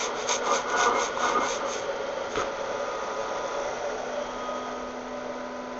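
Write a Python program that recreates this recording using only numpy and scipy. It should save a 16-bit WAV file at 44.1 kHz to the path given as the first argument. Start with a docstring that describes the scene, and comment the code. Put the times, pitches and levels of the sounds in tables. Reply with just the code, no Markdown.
"""A hot-air popper with a tin can for a chimney roasts coffee on a wooden deck; its fan roars and hums throughout.
First a hand shakes it for about two seconds: beans swish and tick on the tin, the body scrapes, the fan buzzes.
Then it is let down with a crack, knocks and a scuff on the boards, and the fan runs back up to speed.
Last, the microphone backs away from the mouth of the can. Noise is shaped into air and friction,
sines make the fan, and random tiny blows make the beans and the rubbing."""
import sys
import numpy as np
from scipy import signal
from scipy.fft import rfft, irfft, next_fast_len
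from scipy.io import wavfile

SR = 44100
rng = np.random.default_rng(int(sys.argv[2]) if len(sys.argv) > 2 else 0)


def dump(signal):
    """Clip the signal to [-1, 1] and save it as 16-bit WAV at the path in sys.argv[1]."""
    limited = np.clip(np.atleast_2d(signal).T, -1, 1)
    pcm = np.round(limited * 32767).astype(np.int16)
    wavfile.write(sys.argv[1], SR, pcm)


N = 255339
TIME = np.arange(N) / SR  # seconds

# Outdoor rumble. Each row: frequency in Hz, relative density in dB per Hz.
RUMBLE_SPECTRUM = [(12, -1), (28, 1.5), (40, 1), (58, -4.5), (90, -8.5), (130, -8), (180, -7.5),
                   (300, -1.5), (500, -18.5)]
# Low roar of the air stream. Each row: frequency in Hz, relative density in dB per Hz.
ROAR_SPECTRUM = [(85, -23), (135, -15.5), (170, -17), (210, -12), (300, -11), (400, -5.5), (500, 0),
                 (600, 2), (680, -12.5), (800, -14.5), (950, -14)]
# Rush through the vents. 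Each row: frequency in Hz, relative density in dB per Hz.
RUSH_SPECTRUM = [(600, -7), (720, -8), (880, 4), (990, -6.5), (1050, -7), (1130, 4), (1250, -4), (1390, 1),
                 (1490, -1.5), (1560, -7), (1750, -7.5), (2000, -4), (2350, -10.5), (2700, -16.5)]
# Hiss of the escaping air. Each row: frequency in Hz, relative density in dB per Hz.
HISS_SPECTRUM = [(2300, -16), (2550, -5.5), (2850, -5), (3250, -2.5), (3550, -2), (3950, -6), (4500, -5),
                 (5100, -9), (5600, -20.5)]
# Beans swirling in the air stream. Each row: frequency in Hz, relative density in dB per Hz.
SIZZLE_SPECTRUM = [(5200, -11), (5520, -1), (5670, -6.5), (5850, -1), (6050, -3), (6500, -0.5),
                   (6750, -13.5), (7050, -15), (7500, -32)]
# Air resonances of the roasting chamber. Each row: frequency in Hz, width in Hz, relative level in dB.
CHAMBER_MODES = [(435.8, 20, 0.5), (477.7, 17, -1), (702, 53, -7.5), (903, 25, -4), (1182, 28, -7.5),
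                 (1375, 41, -10.5)]
# Higher air modes along and across the can. Each row: frequency in Hz, width in Hz, relative level in dB.
CAN_AIR_MODES = [(662, 160, 2.5), (786, 190, 1.5), (1760, 430, -21), (2508, 110, -12.5), (5860, 130, -10)]
# Hollow note of the can. Each row: time in seconds, pitch in Hz.
CHIMNEY_PITCH = [(0, 544), (3.4, 555), (3.95, 594), (4.4, 581), (5, 583)]
# The microphone hovers over the can, then backs away. Each row: time in seconds, distance in metres.
MIC_DISTANCE = [(0, 0.45), (1.2, 0.38), (2.2, 0.47), (3.0, 0.43), (3.6, 0.42), (4.3, 0.65), (5, 0.93),
                (5.79, 1.0)]
# The mouth of the can beams sound upwards. Each row: time in seconds, beam strength at the microphone in dB.
MOUTH_BEAM = [(0, -8.5), (1.9, -9.5), (2.7, -4), (3.65, 1), (4.1, -0.5), (4.7, -0.5), (5.1, -3.5),
              (5.79, -7)]
# Narrow hiss at the rim, its pitch set by the listening angle. 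Each row: time in seconds, pitch in Hz, level in dB.
RIM_HISS = [(0, 3230, -52), (2.2, 3180, -52), (2.9, 3430, -58), (3.5, 3450, -55), (3.95, 3270, -59),
            (4.2, 3200, -52), (4.55, 3250, -53), (4.9, 3190, -61), (5.79, 3380, -76)]
# Air notes that bloom as the microphone passes the mouth. Each row: peak in seconds, pitch in Hz, level in dB.
AIR_BLOOMS = [(3.86, 716, -40.5), (4.03, 710, -40), (4.5, 597, -40.5)]
# Strongest puffs of the can's hollow note. Each row: peak in seconds, level in dB.
NOTE_PUFFS = [(0.255, -35), (1.902, -30), (2.826, -29), (3.591, -32), (3.883, -33), (4.227, -32),
              (5.186, -33.5), (5.291, -34)]
# Fan hum, at the shaft rate. Each row: time in seconds, level in dB.
FAN_HUM = [(0, -48.5), (2, -55), (3.6, -55), (4.05, -49), (4.55, -44), (5, -43)]
# Fan whine. Each row: time in seconds, level of order 4 in dB, level of order 5 in dB.
FAN_WHINE = [(2.2, -53, -53), (2.9, -44.5, -40.5), (3.55, -41.5, -43), (4, -58, -58), (4.28, -47, -47),
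             (4.48, -44, -37), (4.66, -46, -41), (4.95, -52, -49), (5.4, -47.5, -50), (5.79, -45, -55)]
# Weaker fan orders. Each row: multiple of the shaft rate, level in dB.
WEAK_ORDERS = [(3, -51.5), (6, -55)]
# Buzz of the shaken fan as it rubs. Each row: multiple of the shaft rate, relative level in dB.
BUZZ_ORDERS = [(1, -12), (2, -3.5), (3, -2), (4, 0.5), (5, 3), (6, 2)]
# Base on the boards. Each row: frequency in Hz, relative density in dB per Hz.
BOARD_SPECTRUM = [(25, -9), (60, -11), (130, -17), (300, -1), (500, -4), (900, -5.5), (1350, 1),
                  (1750, -11.5), (2100, -7), (2800, -14.5), (3300, -9.5), (5000, -31), (6500, -19.5),
                  (7300, -40)]
# Boom of the boards under the skidding base. Each row: frequency in Hz, relative density in dB per Hz.
BOOM_SPECTRUM = [(30, 2), (65, 1), (130, -3), (220, -6)]
# Rim of the base cracking on the boards. Each row: frequency in Hz, relative density in dB per Hz.
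CRACK_SPECTRUM = [(150, 3), (350, 6), (600, 5), (1400, 9), (2200, -2), (3500, -2), (5200, -11.5),
                  (6000, -21)]
# Knocks. Each row: start in seconds, clack peak in dB, clack pitch in Hz, thud peak in dB.
KNOCK_BLOWS = [(1.174, -18.5, 1000, -54), (1.431, -20, 1000, -49), (1.45, -21, 1290, -50),
               (1.839, -32, 596, -28), (2.357, -29, 1260, -22), (2.372, -23, 420, -31),
               (2.381, -26.5, 383, -32), (2.388, -28, 397, -28), (2.398, -24, 1270, -29),
               (2.41, -32, 480, -29), (2.419, -21, 1240, -27), (2.445, -26, 442, -39)]
# The tin sings where it rubs in its seat. Each row: peak in seconds, pitch in Hz, level in dB, half-length in seconds.
TIN_SQUEAKS = [(0.526, 2140, -37, 0.02), (0.513, 1210, -25, 0.023), (0.805, 1194, -25.5, 0.02),
               (0.832, 1457, -27, 0.028), (0.89, 1204, -23, 0.034), (0.97, 2120, -33.5, 0.027),
               (1.254, 1444, -33, 0.03), (1.273, 2130, -39, 0.016), (1.306, 1460, -32, 0.021),
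               (1.369, 1220, -25.5, 0.031), (1.442, 1470, -35, 0.026), (1.443, 2130, -34.5, 0.026),
               (2.4, 1290, -27, 0.006), (2.418, 1240, -32, 0.005)]
# Rubbing body. Each row: frequency in Hz, relative density in dB per Hz.
SCRAPE_SPECTRUM = [(330, -15.5), (450, -20.5), (620, -7.5), (800, 6), (1000, 6.5), (1250, 7.5), (1470, 2),
                   (1620, -24.5), (2100, -27), (3000, -11), (5000, -32)]
# Juddering housing. Each row: frequency in Hz, relative density in dB per Hz.
JUDDER_SPECTRUM = [(50, -17), (120, -13), (170, -22.5), (230, 1.5), (330, 0), (440, 7), (600, -9.5)]
# Ringing can and housing. Each row: frequency in Hz, relative level in dB, time to fall 60 dB in seconds.
CAN_MODES = [(470.2, -1, 0.2), (710, -7, 0.45), (1000, -8.5, 0.064), (1204, -8, 0.13), (1480, -10.5, 0.05),
             (2135, -9.5, 0.088)]
# Strokes that rub the body. Each row: start in seconds, rise in seconds, length in seconds, initial force in dB.
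RUB_STROKES = [(0.01, 0.077, 0.16, -32), (0.401, 0.077, 0.12, -23.5), (0.647, 0.14, 0.36, -21.5),
               (1.181, 0.057, 0.28, -24.5), (1.588, 0.025, 0.067, -33)]
# Jolts that judder the housing harder. Each row: peak in seconds, level in dB.
HOUSING_JOLTS = [(0.045, -42.5), (0.485, -36.5), (0.71, -41), (0.895, -34), (0.96, -35), (1.35, -31.5),
                 (1.385, -28), (1.42, -33), (1.63, -40.5), (1.85, -43), (2.378, -34)]
# Single beans that hit the tin hard. Each row: start in seconds, peak level in dB.
BEAN_PINGS = [(0.059, -24), (0.1895, -39), (0.225, -29), (0.291, -17), (0.2962, -25), (0.321, -19),
              (0.459, -32), (0.5187, -23.5), (0.6998, -26), (0.766, -30), (0.8124, -19), (0.8302, -25),
              (0.8358, -21), (0.8403, -27), (0.8964, -30), (1.032, -22), (1.2472, -31), (1.426, -36),
              (1.469, -27), (1.735, -26), (1.797, -29), (2.393, -30.5), (2.402, -37), (2.412, -31),
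              (2.42, -35)]
# Beans on tin. Each row: frequency in Hz, relative density in dB per Hz.
SWISH_SPECTRUM = [(1500, -17.5), (2300, 3), (2750, -8), (3250, -4), (3650, 0), (4050, -8.5), (4600, -5),
                  (5250, -6.5), (5750, 0.5), (6100, 2.5), (6550, 9.5), (6800, -16), (7050, -14),
                  (7550, -12.5)]
# Thin rings of the tin. Each row: frequency in Hz, relative level in dB, time to fall 60 dB in seconds.
TIN_MODES = [(2180, -4, .06), (3680, -14.5, 0.08), (5870, -8.5, 0.06), (6050, -7, 0.07), (6310, -4.5, 0.08),
             (6484, 1.5, 0.079), (6660, -5.5, 0.04)]
# Bunches of beans thrown on the tin, about four a second and again at the landing.
# Each row: peak in seconds, rise in seconds, fall in seconds, force in dB, extra clatter in dB.
BEAN_THROWS = [(0.022, 0.066, 0.035, -29.5, 1), (0.205, 0.035, 0.037, -41, 5.5),
               (0.314, 0.023, 0.037, -25.5, 0), (0.475, 0.022, 0.023, -38, 2),
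               (0.545, 0.027, 0.042, -31, 1), (0.715, 0.025, 0.022, -40.5, 3.5),
               (0.82, 0.036, 0.04, -30, 0.5), (0.838, 0.0085, 0.0056, -35.5, 10.5),
               (1.03, 0.046, 0.038, -32.5, 1), (1.265, 0.057, 0.052, -36, 3.5),
               (1.51, 0.059, 0.046, -33, 1), (1.722, 0.034, 0.061, -36, -1), (2.32, 0.021, 0.025, -46.5, 0),
               (2.398, 0.04, 0.025, -44, 4)]


def amp(db):
    """Decibels to gain."""
    return 10 ** (np.asarray(db) / 20)


def unit(x):
    """Scales to rms 1."""
    return x / np.sqrt(np.mean(x ** 2) + 1e-20)


def follow(rows, axis=1):
    """One column of a curve, joined by straight lines, at every sample."""
    rows = np.asarray(rows)
    return np.interp(TIME, rows[:, 0], rows[:, axis])


def drift(hz):
    """Slow random wander of rms 1, up to about the given rate."""
    size = next_fast_len(N, real=True)
    f = np.fft.rfftfreq(size, 1 / SR)
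    smooth = rfft(rng.standard_normal(size)) * np.exp(-(f / hz) ** 2)
    return unit(irfft(smooth, size)[:N])


def colour(x, points, size=4096):
    """Causal (minimum-phase) filter with the given spectrum, falling 48 dB an octave beyond its ends."""
    hz, db = np.transpose(points)
    octave = np.log2(abs(np.fft.fftfreq(size, 1 / SR)) + 1)
    beyond = abs(octave - np.clip(octave, np.log2(hz[0]), np.log2(hz[-1])))
    gain_db = np.maximum(np.interp(octave, np.log2(hz), db) - 48 * beyond, -90)
    log_gain = np.log(amp(gain_db))
    taps = np.fft.ifft(np.exp(np.conj(signal.hilbert(log_gain)))).real
    return signal.oaconvolve(x, taps)[:len(x)]


def resonate(x, hz, width):
    """One resonance, fixed or moving; broad noise comes out at the same power whatever the width."""
    turn = np.exp(2j * np.pi * np.cumsum(hz * np.ones(N)) / SR)
    r = np.exp(-np.pi * width / SR)
    # shift the pitch down to zero, smooth, shift back up
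    return (turn * signal.lfilter([np.sqrt(1 - r * r)], [1, -r], x / turn)).real


def ring(x, modes, bend=0):
    """Blows played through a table of modes; bend is the share by which each wanders in pitch."""
    total = 0
    for hz, db, t60 in modes:
        pitch = hz * (1 + bend * drift(hz=13)) if bend else hz
        total = total + amp(db) * resonate(x, pitch, width=np.log(1000) / np.pi / t60)
    return unit(total)


def pipe_note(hz, width):
    """Turbulence caught in one air mode: a fuzzy note with steep sides."""
    return unit(resonate(resonate(rng.standard_normal(N), hz, width), hz, width))


def impacts(per_s, spread_db):
    """A random train of tiny blows, a few much harder than the rest."""
    size = amp(spread_db * np.minimum(rng.exponential(1, N), 3.5))
    return unit(size * rng.choice([-1, 1], N) * (rng.random(N) < per_s / SR))


def swells(rows, half_s):
    """Gain of a series of bell-shaped swells."""
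    return np.sqrt(sum(amp(db) ** 2 * np.exp(-((TIME - s) / half_s) ** 2) for s, db in rows))


def stroke(start, length, attack, release):
    """Envelope that rises, holds to the end of its length and dies away."""
    rise = np.clip((TIME - start) / attack, 0, 1)
    return rise * np.exp(-np.maximum(TIME - start - length, 0) / release)


def heard(at_1m_db, halving_db):
    """Gain at the microphone's distance: the gain at 1 m, plus a step for each halving of the distance."""
    return amp(at_1m_db - halving_db * np.log2(follow(MIC_DISTANCE)))


def deck(x, delay_s):
    """The boards return the sound a little later, hollowing its colour."""
    returned = colour(x, [(20, -8.0), (1300, 5.5), (2600, -14), (7000, -19.5)])  # the treble scatters
    delayed = np.interp(TIME - delay_s, TIME, returned, left=0)
    return x + 0.21 * follow(MIC_DISTANCE) ** 2 * delayed  # the reflection fades close to the can


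def fan_speed():
    """Turns per second: shaking drags the fan down, and it recovers once left alone."""
    free_hz, sag_hz = 249.9, 6.5
    shaken_until_s, recover_s = 1.85, 0.75
    return free_hz - sag_hz * np.exp(-np.maximum(TIME - shaken_until_s, 0) / recover_s)


def shaft(orders, waver, flicker_db):
    """Multiples of the shaft rate, each a sine that flickers on its own; waver is a share of the speed."""
    turns = np.cumsum(fan_speed() * (1 + waver * drift(hz=13.8))) / SR
    total = 0
    for multiple, db in orders:
        level = np.sqrt(2) * amp(db + flicker_db * drift(hz=11))
        total = total + level * np.sin(2 * np.pi * (multiple * turns + rng.random()))
    return total


def throws(clatter=False):
    """How hard the beans press on the tin, or how loudly they clatter: each bunch builds up and trails off."""
    power = 0
    for s, rise, fall, db, clatter_db in BEAN_THROWS:
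        side = np.where(TIME < s, rise, fall)
        power = power + amp(db + clatter * clatter_db) ** 2 * np.exp(-((TIME - s) / side) ** 2)
    return np.sqrt(power)


def outdoors():
    """Steady low noise of the open air."""
    return amp(-53.5) * unit(colour(rng.standard_normal(N), RUMBLE_SPECTRUM))


def air_roar():
    """Broad turbulence, with the air of the chamber and the hollow note of the can excited by it."""
    eddies = unit(colour(rng.standard_normal(N), ROAR_SPECTRUM))
    swirl = colour(rng.standard_normal(N), [(400, 0), (1400, 0)])  # a flat band
    chamber = unit(sum(amp(db) * resonate(swirl, hz, width) for hz, width, db in CHAMBER_MODES))
    hollow = pipe_note(follow(CHIMNEY_PITCH), width=40.7)
    chimney = unit(hollow * amp(0.78 * drift(hz=22)))  # its level flickers
    return amp(-4.5) * eddies + amp(-7.0) * chamber + amp(-4.5) * chimney


def air():
    """Turbulence roars in chamber and can, rushes through the vents and hisses out; swirling beans sizzle."""
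    beam_db = follow(MOUTH_BEAM)
    higher = unit(sum(amp(db) * pipe_note(hz, width) for hz, width, db in CAN_AIR_MODES)) * amp(beam_db)
    rush = unit(colour(rng.standard_normal(N), RUSH_SPECTRUM))
    spits = amp(-11.5) * impacts(per_s=750, spread_db=4.5)
    hiss = unit(colour(rng.standard_normal(N) + spits, HISS_SPECTRUM))
    grains = amp(5.5) * impacts(per_s=1300, spread_db=2.5)
    sizzle = unit(colour(rng.standard_normal(N) + grains, SIZZLE_SPECTRUM))
    sizzle = sizzle * amp(0.44 * beam_db)  # follows only part of the beam's swing
    vent_note = pipe_note(1400, width=140)  # breathy, carries only a short way
    blown = (air_roar() * heard(at_1m_db=-37.5, halving_db=3.75)
             + higher * heard(at_1m_db=-46.5, halving_db=4.8)
             + rush * heard(at_1m_db=-44, halving_db=3.43)
             + hiss * heard(at_1m_db=-54.5, halving_db=4.17)
             + sizzle * heard(at_1m_db=-56, halving_db=4.6)
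             + vent_note * heard(at_1m_db=-55, halving_db=7.3))
    flutter_db = 0.5 * drift(hz=25)
    return deck(blown * amp(flutter_db), delay_s=0.00287)


def rim_hiss():
    """Air shearing over the rim hisses in one narrow band."""
    return pipe_note(follow(RIM_HISS), width=290) * amp(follow(RIM_HISS, axis=2))


def bloom():
    """Hollow notes of the can, each heard only from one narrow angle: narrow noise that swells and fades."""
    return sum(pipe_note(hz, width=100) * swells([(s, db)], half_s=0.076) for s, hz, db in AIR_BLOOMS)


def puffs():
    """Now and then the air stream locks onto the hollow note of the can: a wavering sine for a moment."""
    turns = np.cumsum(follow(CHIMNEY_PITCH) * (1 + 0.023 * drift(hz=40))) / SR
    return np.sqrt(2) * np.sin(2 * np.pi * turns) * swells(NOTE_PUFFS, half_s=0.013)


def motor():
    """The fan hums and whines; its orders swell and fade as the microphone moves through the sound field."""
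    strong = [(1, follow(FAN_HUM)), (4, follow(FAN_WHINE, axis=1)), (5, follow(FAN_WHINE, axis=2))]
    return shaft(strong + WEAK_ORDERS, waver=0.001825, flicker_db=0.37)


def scuff():
    """The base skids and chatters over the deck as it settles; the boards boom and the can rings along."""
    start_s, length_s = 2.35, 0.048
    slips = impacts(per_s=1500, spread_db=2.0)
    ringing = unit(colour(ring(slips, CAN_MODES), [(420, 0), (2200, 0)]))
    force = amp(-32.5) * stroke(start_s, length_s, attack=0.022, release=0.052)
    boom = unit(colour(slips, BOOM_SPECTRUM)) * stroke(start_s, length_s, attack=0.01, release=0.042)
    skid = unit(colour(slips, BOARD_SPECTRUM)) + amp(-8.0) * ringing
    return skid * force + amp(-45.0) * boom


def crack(size=4096):
    """The rim of the base lands first: hard plastic meets wood in one short, bright blow."""
    out, t = np.zeros(N), np.arange(size) / SR
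    grit = 0.17 * rng.standard_normal(size) * np.exp(-t / 0.0017)
    blow = colour((t == 0) + grit, CRACK_SPECTRUM)
    out[round(2.357 * SR):][:size] = amp(-18) * blow / abs(blow).max()
    return out


def knocks(size=8192):
    """Short blows: a clack from one panel of the housing, and a thud of the base on the boards."""
    out, t = np.zeros(N + size), np.arange(size) / SR
    for s, clack_db, clack_hz, thud_db in KNOCK_BLOWS:
        blow = 0.86 * rng.standard_normal(size) * np.exp(-t / 0.004) + np.exp(-t / 0.0001)
        thud = colour(blow, BOARD_SPECTRUM)
        clack = np.sin(2 * np.pi * clack_hz * t) * np.exp(-t * clack_hz / 3.2)  # dies within a few cycles
        for db, sound in ((clack_db, clack), (thud_db, thud)):
            out[round(s * SR):][:size] += amp(db) * sound / abs(sound).max()
    return out[:N]


def squeaks():
    """Rubbing keeps one mode of the tin going: brief sines, unsteady in pitch and level."""
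    unsteady = np.cumsum(1 + 0.008 * drift(hz=90)) / SR
    notes = 0
    for s, hz, db, half_s in TIN_SQUEAKS:
        tone = np.sin(2 * np.pi * (hz * unsteady + rng.random()))
        notes = notes + tone * swells([(s, db)], half_s)
    return notes * amp(1.2 * drift(hz=70))


def scrape():
    """The shaken body sticks and slips; the slips ring the can, the housing judders and the fan rubs."""
    rubbing = 0
    for s, rise, length, db in RUB_STROKES:
        eased_db = db - 11.5 * (TIME - s)  # the grip eases through a stroke, in dB per second
        rubbing = rubbing + amp(eased_db) * stroke(s, length, rise, release=0.08)
    chatter = amp(0.34 * drift(hz=45))  # the contact grabs and lets go, slightly
    force = chatter * np.hypot(rubbing, amp(-3.5) * throws())  # thrown beans push the body too
    slips = impacts(per_s=2200, spread_db=2.5)
    bent = ring(slips, CAN_MODES, bend=0.007)  # the changing grip pulls the modes off pitch
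    ringing = unit(colour(bent, [(420, 0), (2200, 0)]))
    buzz = unit(shaft(BUZZ_ORDERS, waver=0.0034, flicker_db=4))
    body = amp(-4.5) * unit(colour(slips, SCRAPE_SPECTRUM)) + amp(-9.0) * ringing + amp(-7.5) * buzz
    judder = unit(colour(impacts(per_s=660, spread_db=2.5), JUDDER_SPECTRUM))
    judder_force = np.hypot(amp(-16.5) * rubbing, swells(HOUSING_JOLTS, half_s=0.017))
    return body * force + judder * judder_force


def pings(size=2048):
    """Single beans stand out of the shower as sharp ticks of decaying noise."""
    out, t = np.zeros(N + size), np.arange(size) / SR
    for s, db in BEAN_PINGS:
        tick = colour(rng.standard_normal(size) * np.exp(-t / 0.0009), SWISH_SPECTRUM)
        out[round(s * SR):][:size] += amp(db) * tick / abs(tick).max()
    return out[:N]


def beans():
    """At each turn of the shake beans hit the tin in a dense shower of ticks; hard landings clatter."""
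    ticks = impacts(per_s=4500, spread_db=2.5) * amp(1.0 * drift(hz=120))  # they land in loose clumps
    shower = unit(colour(ticks, SWISH_SPECTRUM)) + amp(-5.0) * ring(ticks, TIN_MODES)
    split = signal.butter(4, 5200, fs=SR, output="sos")  # clatter below 5200 Hz, swish above
    clatter = signal.sosfiltfilt(split, shower)
    swish = shower - clatter
    return swish * throws() + clatter * throws(clatter=True)


def scene():
    """Everything but the outdoor rumble comes from the popper, close by and in the open air."""
    blowing = outdoors() + air() + rim_hiss() + bloom() + puffs() + motor()
    handling = scuff() + crack() + knocks() + squeaks() + scrape() + pings() + beans()
    return (blowing + handling)[None]


def record(dry):
    """A narrow-band microphone: a steep low-pass at 7750 Hz."""
    lowpass = signal.firwin(511, 7750, window=("kaiser", 9), fs=SR)
    return signal.oaconvolve(dry, lowpass[None], "same")


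dry = scene()
out = record(dry)
dump(out)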